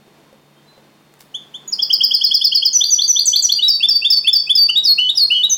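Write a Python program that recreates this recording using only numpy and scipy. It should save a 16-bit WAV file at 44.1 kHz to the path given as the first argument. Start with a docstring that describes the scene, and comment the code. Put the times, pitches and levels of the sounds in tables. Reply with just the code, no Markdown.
"""In a small hard room a caged finch hops between perches, gives two soft calls and breaks into a fast song.
Its notes are gliding sines with weak overtones and breath; a faint far bird is made the same way.
Perch knocks are decaying tones with noise; claw ticks and a rustle are shaped noise.
The room adds echoes and a diffuse tail; the loud notes overload the recorder.
Coloured room noise, a faint unsteady hum and hiss lie underneath."""
import sys
import numpy as np
from scipy import signal
from scipy.fft import rfft, irfft, next_fast_len
from scipy.io import wavfile
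from scipy.ndimage import map_coordinates

SR = 44100
rng = np.random.default_rng(int(sys.argv[2]) if len(sys.argv) > 2 else 0)


def voltage_ratio(level):
    """Linear amplitude factor for a level in decibels (scalar or array-like)."""
    return 10 ** (np.asarray(level, float) / 20)


def wav_record(signal):
    """Record a signal, one row per channel, as 16-bit PCM in the file named by sys.argv[1]."""
    frames = np.transpose(np.atleast_2d(signal))
    bounded = np.clip(frames, -1, 1)
    # unit amplitude maps onto the largest positive 16-bit level
    quanta = np.round(bounded * 32767).astype(np.int16)
    wavfile.write(sys.argv[1], SR, quanta)


N = 245637


def along(points, hz):
    """Interpolation on a logarithmic frequency axis, through (f/Hz, value) points."""
    f, value = np.transpose(points)
    return np.interp(np.log(hz + 1), np.log(f + 1), value)


def coloured(x, points):
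    """Linear filtering: the spectrum is multiplied by a gain through (f/Hz, level/dB) points."""
    size = next_fast_len(N + 8192)
    gain = voltage_ratio(along(points, np.fft.rfftfreq(size, 1 / SR)))
    return irfft(rfft(x, size) * gain, size)[:N]


def wobble(rate):
    """Slow random modulation: a smooth curve through rate Gaussian knots a second."""
    knots = rng.standard_normal(int(N * rate / SR) + 4)
    return map_coordinates(knots, [np.arange(N) * rate / SR])


def add(track, s, sound):
    """Superposition: a sound is summed into the track at time s."""
    part = track[round(s * SR):][:len(sound)]
    part += sound[:len(part)]


# Spectrum of the room noise, relative: f/Hz, level/dB per Hz
AIR_SPECTRUM = [(15, -87.5), (25, -25), (116, -14.5), (148, -4), (174, -4), (437, -8), (637, -9.5),
                (1060, -11), (1250, -15), (3490, -19.5), (3780, -24), (4330, -21.5), (15800, -42.5)]
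# Course of the room noise, before a small level correction and drift: t/s, level/dB
AIR_COURSE = [(0.0, -55.5), (1.02, -57.5), (1.71, -52), (2.51, -57.5), (3.41, -56), (5.57, -53.5)]
# Hum lines of an appliance, mean level: f/Hz, level/dB, random level knots a second
HUM_LINES = [(145, -58.5, 3.8), (215, -62, 14), (329, -63.5, 10), (435, -66, 8.2), (3670, -66, 220),
             (4270, -70, 25)]


def background():
    """Stationary noise shaped by filtering, with slow level drift, amplitude-modulated hum and microphone hiss."""
    t = np.arange(N) / SR
    swells = voltage_ratio(0.9 * wobble(5))
    air = coloured(rng.standard_normal(N), AIR_SPECTRUM)
    air /= np.sqrt(np.mean(air ** 2))
    air *= voltage_ratio(np.interp(t, *np.transpose(AIR_COURSE)) + 3.0) * swells
    hum = sum(voltage_ratio(db + 2.1 * wobble(rate)) * np.sin(2 * np.pi * hz * t) for hz, db, rate in HUM_LINES)
    hiss = voltage_ratio(-65.5) * coloured(rng.standard_normal(N), [(100, -39), (1500, 1)])
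    return air + hum + hiss


# Feet landing on the wooden perch, level of the tone at onset: t/s, level/dB, f/Hz
PERCH_KNOCKS = [(0.079, -40, 395), (0.328, -37, 533), (0.778, -38, 536)]


def landings():
    """Impact excitation: each thump is a damped perch tone with a dull noise of the same decay."""
    out, t = np.zeros(N), np.arange(SR // 8) / SR
    for s, db, hz in PERCH_KNOCKS:
        dull = signal.lfilter([0.25], [1, -0.85], rng.standard_normal(len(t)))
        decay = voltage_ratio(db - 60 * t / 0.043)  # 60 dB in 43 ms
        add(out, s, decay * (np.sin(2 * np.pi * hz * t) + 0.42 * dull))
    return out


# Claws ticking on the wire, before a level correction: t/s, level/dB
CLAW_TICKS = [(0.3287, -48), (1.139, -37), (1.147, -61), (1.1937, -41.5), (1.1974, -64), (1.2075, -27),
              (1.2238, -38.5)]


def claws():
    """Broadband impact: each tick is a rapidly damped burst of slightly dulled noise."""
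    out, t = np.zeros(N), np.arange(SR // 8) / SR
    for s, db in CLAW_TICKS:
        burst = signal.lfilter([1], [1, -0.3], rng.standard_normal(len(t)))
        add(out, s, voltage_ratio(db - 7.5 - 60 * t / 0.017) * burst)  # 60 dB in 17 ms
    return out


# Overtones of the syrinx, before each kind's brightness and chance: multiple of the fundamental, level/dB
SYRINX_OVERTONES = [(2, -32), (3, -41.5)]


def whistles(notes, settle, bend, attack, release, swell, waver_db=1.07, bright_db=-3.5):
    """Frequency modulation: integrated gliding pitch drives a sine, its overtones and a trace of breath.
    Notes: t/s, length/s, start f/Hz, end f/Hz, start level/dB, end level/dB, before edges, waver and colour.
    settle, attack, release are in s; bend 1 starts steep, 2 level; swell under 1 moves early, over 1 late."""
    out = np.zeros(N)
    waver, drift, breath = wobble(60), wobble(40), rng.standard_normal(N)
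    flicker = voltage_ratio(4 * np.array([wobble(90) for _ in SYRINX_OVERTONES]))  # uneven by chance
    for s, length, start_hz, end_hz, start_db, end_db in notes:
        t = np.arange(int(length * SR)) / SR
        here = slice(round(s * SR), round(s * SR) + len(t))
        hz = end_hz + (start_hz - end_hz) * np.exp(-(t / settle) ** bend)
        hz = hz * (1 + 0.0032 * drift[here])  # pitch is never quite steady
        phase = 2 * np.pi * np.cumsum(hz) / SR
        tone = np.sin(phase) + voltage_ratio(-50) * breath[here]  # air hissing past the membranes
        for (multiple, db), uneven in zip(SYRINX_OVERTONES, flicker):
            in_range = multiple * hz < SR / 2  # nothing above half the sample rate
            tone += voltage_ratio(db + bright_db) * uneven[here] * np.sin(round(multiple) * phase) * in_range
        nearest_edge = np.minimum(t / attack, (length - t) / release)
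        edges = np.sin(np.pi / 2 * np.clip(nearest_edge, 0, 1)) ** 3
        level = voltage_ratio(start_db + (end_db - start_db) * (t / length) ** swell)
        add(out, s, level * edges * tone)
    return out * voltage_ratio(waver_db * waver)  # each note's level wavers by chance


def kind(rows, change_db, start, length=None):
    """Common scaling: one pitch ratio (start over end) and one level change turn rows into whole notes."""
    return [(s, length or own[0], start * hz, hz, db, db + change_db) for s, *own, hz, db in rows]


# Faint notes of a far bird: t/s, length/s, end f/Hz, start level/dB
FAR_NOTES = [(.55, 0.1, 3150, -50.5), (.655, 0.18, 4030, -47.5)]


def far_bird():
    """Slow frequency glide: faint notes sink slightly in pitch and fade."""
    return whistles(kind(FAR_NOTES, -24, 1.02), settle=0.041, bend=0.85, attack=0.04, release=0.032,
                    swell=0.83, waver_db=2)


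# Feathers and feet settling, before random level changes: t/s, length/s, level/dB
SETTLING = (1.182, .06, -53)


def rustle():
    """Amplitude-modulated friction noise: white noise under a smooth envelope and a random flutter."""
    out = np.zeros(N)
    s, length, db = SETTLING
    size = int(length * SR)
    flutter = voltage_ratio(db + 5.4 * wobble(230)[:size])
    add(out, s, flutter * np.hanning(size) * rng.standard_normal(size))
    return out


# The two opening calls: t/s, top f/Hz, start level/dB
OPENING_CALLS = [(1.338, 3567, -14), (1.536, 3570, -18)]


def soft_calls():
    """Upward frequency glide: soft calls rise from 0.78 of their top pitch while fading."""
    return whistles(kind(OPENING_CALLS, -18, 0.78, length=0.038), settle=0.013, bend=1.46,
                    attack=0.015, release=0.0085, swell=0.77, bright_db=11.5)


# Thin level note before the trill: t/s, length/s, start f/Hz, end f/Hz, start level/dB, end level/dB
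THIN_NOTE = (1.674, .032, 6810, 6770, -25, -28)
# Steep downstrokes with a level ending: t/s, stroke start level/dB, ending level/dB
TRILL_NOTES = [(1.718, -8, -35), (1.815, -5.5, -29.5), (1.922, 1.3, -22), (2.028, 0.1, -26),
               (2.132, 1, -19.5), (2.232, 0, -16), (2.334, 1, -15.5), (2.436, 0.3, -13), (2.541, -1, -11),
               (2.645, 0.7, -15)]


def trill():
    """Rapid downward glide: after one thin note, steep strokes each end nearly level past a break in the voice."""
    strokes = [(s, 0.03, 6093, 4146, db, db - 5.5) for s, db, _ in TRILL_NOTES]
    endings = [(s + 0.026, 0.024, 4590, 4372, db, db) for s, _, db in TRILL_NOTES]
    return (whistles(strokes, settle=0.02, bend=1.05, attack=0.019, release=0.0092, swell=1.0, bright_db=-4.0)
            + whistles(endings + [THIN_NOTE], settle=0.0047, bend=1.14, attack=0.007, release=0.0054,
                       swell=0.9))


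# Short upstrokes: t/s, start f/Hz, top f/Hz, start level/dB
CHIP_NOTES = [(1.784, 3016, 3444, -10), (1.895, 2795, 3360, -8), (2, 2770, 3363, -7.5),
              (2.103, 2797, 3410, -9), (2.205, 2797, 3467, -11.5), (2.304, 2850, 3470, -9.5),
              (2.406, 2840, 3544, -9.5), (2.513, 2684, 3350, -9.5), (2.617, 2757, 3362, -8.5),
              (2.802, 2930, 3640, -7.5), (2.98, 2934, 3618, -9), (3.154, 2958, 3650, -7),
              (3.324, 2893, 3600, -8), (3.485, 2930, 3610, -10), (4.683, 2570, 3040, -7),
              (5.083, 2940, 3873, -7)]
# Weak lead-ins with a small rise: t/s, length/s, top f/Hz, start level/dB
LEAD_INS = [(3.583, 0.024, 3096, -11), (3.796, 0.027, 2796, -14.5), (4.011, 0.032, 2747, -16),
            (4.236, .031, 2710, -17.5), (4.461, 0.031, 2617, -18), (4.83, 0.023, 5870, -14),
            (5.143, 0.042, 5680, -22.5)]


def upstrokes():
    """Upward frequency glide: chips and weaker lead-ins sweep up to a top pitch."""
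    chips = [(s, 0.027, start_hz, top_hz, db, db - 5) for s, start_hz, top_hz, db in CHIP_NOTES]
    return whistles(chips + kind(LEAD_INS, -5.5, 0.89), settle=0.013, bend=2.01, attack=0.016,
                    release=0.0082, swell=0.9, bright_db=2.5)


# High falls: t/s, length/s, start f/Hz, end f/Hz, end level/dB
HIGH_FALLS = [(2.728, 0.05, 7110, 5882, 1.5), (2.902, 0.049, 7240, 5840, 3),
              (3.076, 0.044, 6970, 5894, 5.5), (3.253, 0.044, 9050, 5840, -1),
              (3.421, .044, 8500, 5750, -1.5), (5.494, 0.049, 7030, 6030, -5)]


def swoops():
    """Downward glide with a crescendo: high falls swell late from one soft start level."""
    notes = [(s, length, start_hz, end_hz, -16.5, db) for s, length, start_hz, end_hz, db in HIGH_FALLS]
    return whistles(notes, settle=0.0105, bend=0.95, attack=0.0049, release=0.0084, swell=1.74)


# A loud leap, then a softer held pitch: t/s, hold length/s, held f/Hz, leap level/dB, hold start level/dB
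LEAP_HOLDS = [(2.835, 0.055, 4670, -6.5, -12), (3.014, 0.056, 4635, -7.5, -11),
              (3.187, 0.039, 4701, -3, -12), (3.355, 0.038, 4670, -3, -11.5),
              (3.517, 0.062, 4717, -1, -14.5)]


def jumps():
    """Glide and sustain: a quick upward leap overshoots the held pitch that overlaps its end."""
    leaps = [(s, 0.018, 0.84 * hz, 1.02 * hz, db, db) for s, _, hz, db, _ in LEAP_HOLDS]
    holds = [(s + 0.013, length, 1.01 * hz, hz, db, db - 4) for s, length, hz, _, db in LEAP_HOLDS]
    return (whistles(leaps, settle=0.009, bend=2.1, attack=0.01, release=0.011, swell=1)
            + whistles(holds, settle=0.016, bend=1.2, attack=0.0072, release=0.0056, swell=0.55,
                       waver_db=5, bright_db=-0.7))


# Upstrokes that hold their end pitch: t/s, length/s, held f/Hz, start level/dB, level change/dB
HELD_RISES = [(3.614, .075, 3870, -4.5, -14), (3.821, 0.043, 3547, -1.5, -10.5),
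              (4.039, .043, 3587, -1, -15), (4.264, 0.041, 3510, -1.5, -8.5), (4.488, 0.037, 3500, -1, -12),
              (4.749, 0.057, 3830, -4, -12), (4.975, 0.12, 2988, -3.5, -20), (5.296, .134, 2964, -1.1, -17),
              (5.423, 0.04, 3875, -3.5, -11)]


def rises():
    """S-shaped glide of frequency: upstrokes approach and hold a pitch as they fade."""
    notes = [(s, length, 0.835 * hz, hz, db, db + fade_db) for s, length, hz, db, fade_db in HELD_RISES]
    return whistles(notes, settle=0.0136, bend=1.99, attack=0.017, release=0.0067, swell=0.38,
                    waver_db=2.08, bright_db=-0.5)


# Loud blips before a drop or slide: t/s, start f/Hz, aimed f/Hz, start level/dB
BLIPS = [(3.68, 5407, 3970, -10), (3.884, 5400, 3950, -11), (4.1, 5263, 4340, -9.5),
         (4.328, 5293, 4070, -10), (4.55, 5170, 4300, -11), (4.848, 5170, 2920, -11.5),
         (5.171, 5140, 2920, -11.5)]


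def pips():
    """Truncated glide: falling blips swell and are cut off before they reach the aimed pitch."""
    notes = [(s, 0.021, start_hz, aim_hz, db, db + 7.5) for s, start_hz, aim_hz, db in BLIPS]
    return whistles(notes, settle=0.0352, bend=2.18, attack=0.0042, release=0.008, swell=0.81)


# Small falls to a held pitch: t/s, length/s, held f/Hz, start level/dB
SMALL_FALLS = [(3.696, 0.096, 4577, -6), (3.899, 0.093, 4607, 0), (4.116, 0.088, 4543, -2),
               (4.344, 0.09, 4573, -3.5), (4.566, 0.11, 4600, -1.5)]


def drops():
    """Exponential settling of frequency: small falls hold their end pitch and fade early."""
    return whistles(kind(SMALL_FALLS, -12.5, 1.12), settle=0.0094, bend=1.0, attack=0.01, release=0.013,
                    swell=0.44, waver_db=5.0, bright_db=-7.0)


# Long falls: t/s, length/s, held f/Hz, start level/dB
LONG_FALLS = [(4.867, 0.0635, 4265, -9.5), (5.193, 0.059, 4263, -10)]


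def slides():
    """Downward glide with a late crescendo: long falls swell near their end."""
    return whistles(kind(LONG_FALLS, 5, 1.12), settle=0.01783, bend=1.123, attack=0.0022, release=0.0082,
                    swell=5.2)


# Thin notes, probably the other side of the syrinx: t/s, length/s, end f/Hz, start level/dB
THIN_NOTES = [(5.01, 0.069, 3280, -37.5), (5.325, 0.063, 3177, -22), (5.52, .045, 6290, -17)]


def second_voice():
    """Superposed second source: thin notes fall slightly and swell beside the main voice."""
    return whistles(kind(THIN_NOTES, 2.5, 1.045), settle=0.01, bend=4.3, attack=0.031, release=0.0043,
                    swell=0.71, waver_db=-3)


# Colour of beak, cage and microphone: f/Hz, level/dB
BEAK_COLOUR = [(2300, -8), (2800, 4), (3300, 3.4), (3800, 5), (4300, 5), (4750, 0), (5200, 1.5), (5900, 3),
               (6300, 2.5), (7000, 1.5), (8000, 6), (9300, 2), (10500, 4.5), (14000, 12)]


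def song():
    """Source-filter principle: the sum of all whistled notes passes through one fixed colour."""
    voice = upstrokes() + rises() + jumps() + trill() + pips() + drops() + swoops() + slides()
    voice = voice + second_voice() + far_bird() + soft_calls()
    return coloured(voice, BEAK_COLOUR)


# Reverberation time: f/Hz, T60/s
DECAY_TIMES = [(1000, 0.67), (3000, 0.31), (4500, 0.5), (6000, 0.35), (12000, 0.5)]
# Reflections from near walls, relative to the direct sound: t/s, level/dB
WALL_ECHOES = [(.009, -16.5), (.015, -14), (.022, -19.5), (.031, -24)]


def room(x, tail_db):
    """Reverberation: discrete near reflections and a diffuse tail with frequency-dependent decay."""
    hz, t, noise = signal.stft(rng.standard_normal((2, SR * 3 // 4)), SR, nperseg=256)
    decay = voltage_ratio(-60 * t / along(DECAY_TIMES, hz)[:, None])
    tails = signal.istft(noise * decay, SR, nperseg=256)[1]
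    tails *= 1 - np.exp(-np.arange(tails.shape[1]) / SR / 0.012)  # the tail builds up
    # The head never keeps still, so the paths into the room keep changing: angle in radians
    turn = 1.2 * wobble(14)
    sent = x * np.array([np.cos(turn), np.sin(turn)])
    diffuse = signal.fftconvolve(sent, tails / np.linalg.norm(tails[0]), axes=1).sum(axis=0)[:N]
    out = x + voltage_ratio(tail_db) * diffuse
    for s, db in WALL_ECHOES:
        add(out, s, voltage_ratio(db) * x)
    return out


def scene():
    """Superposition: bird and cage sound in the room, over the background."""
    sources = song() + landings() + claws() + rustle()
    return (room(sources, tail_db=-9) + background())[None]


def squash(size, top, hardness):
    """Saturation: a gain that keeps size under top, with a sharper knee for greater hardness."""
    return (1 + (size / top) ** hardness) ** (-1 / hardness)


def band_limit(x):
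    """A steep low-pass at the top of the band."""
    return signal.sosfilt(signal.butter(12, 16230, fs=SR, output="sos"), x)


def record(dry):
    """Nonlinear distortion: a fast limiter holds loud notes; peaks still clip, a little lower on one side."""
    envelope = np.abs(signal.hilbert(dry, next_fast_len(N))[:, :N])
    limited = dry * squash(envelope, 0.76, 4.6)
    ceiling = np.where(limited > 0, 0.505, 0.494)
    clipped = limited * squash(np.abs(limited), ceiling, 15.7)
    return band_limit(clipped)


dry = scene()
out = record(dry)
wav_record(out)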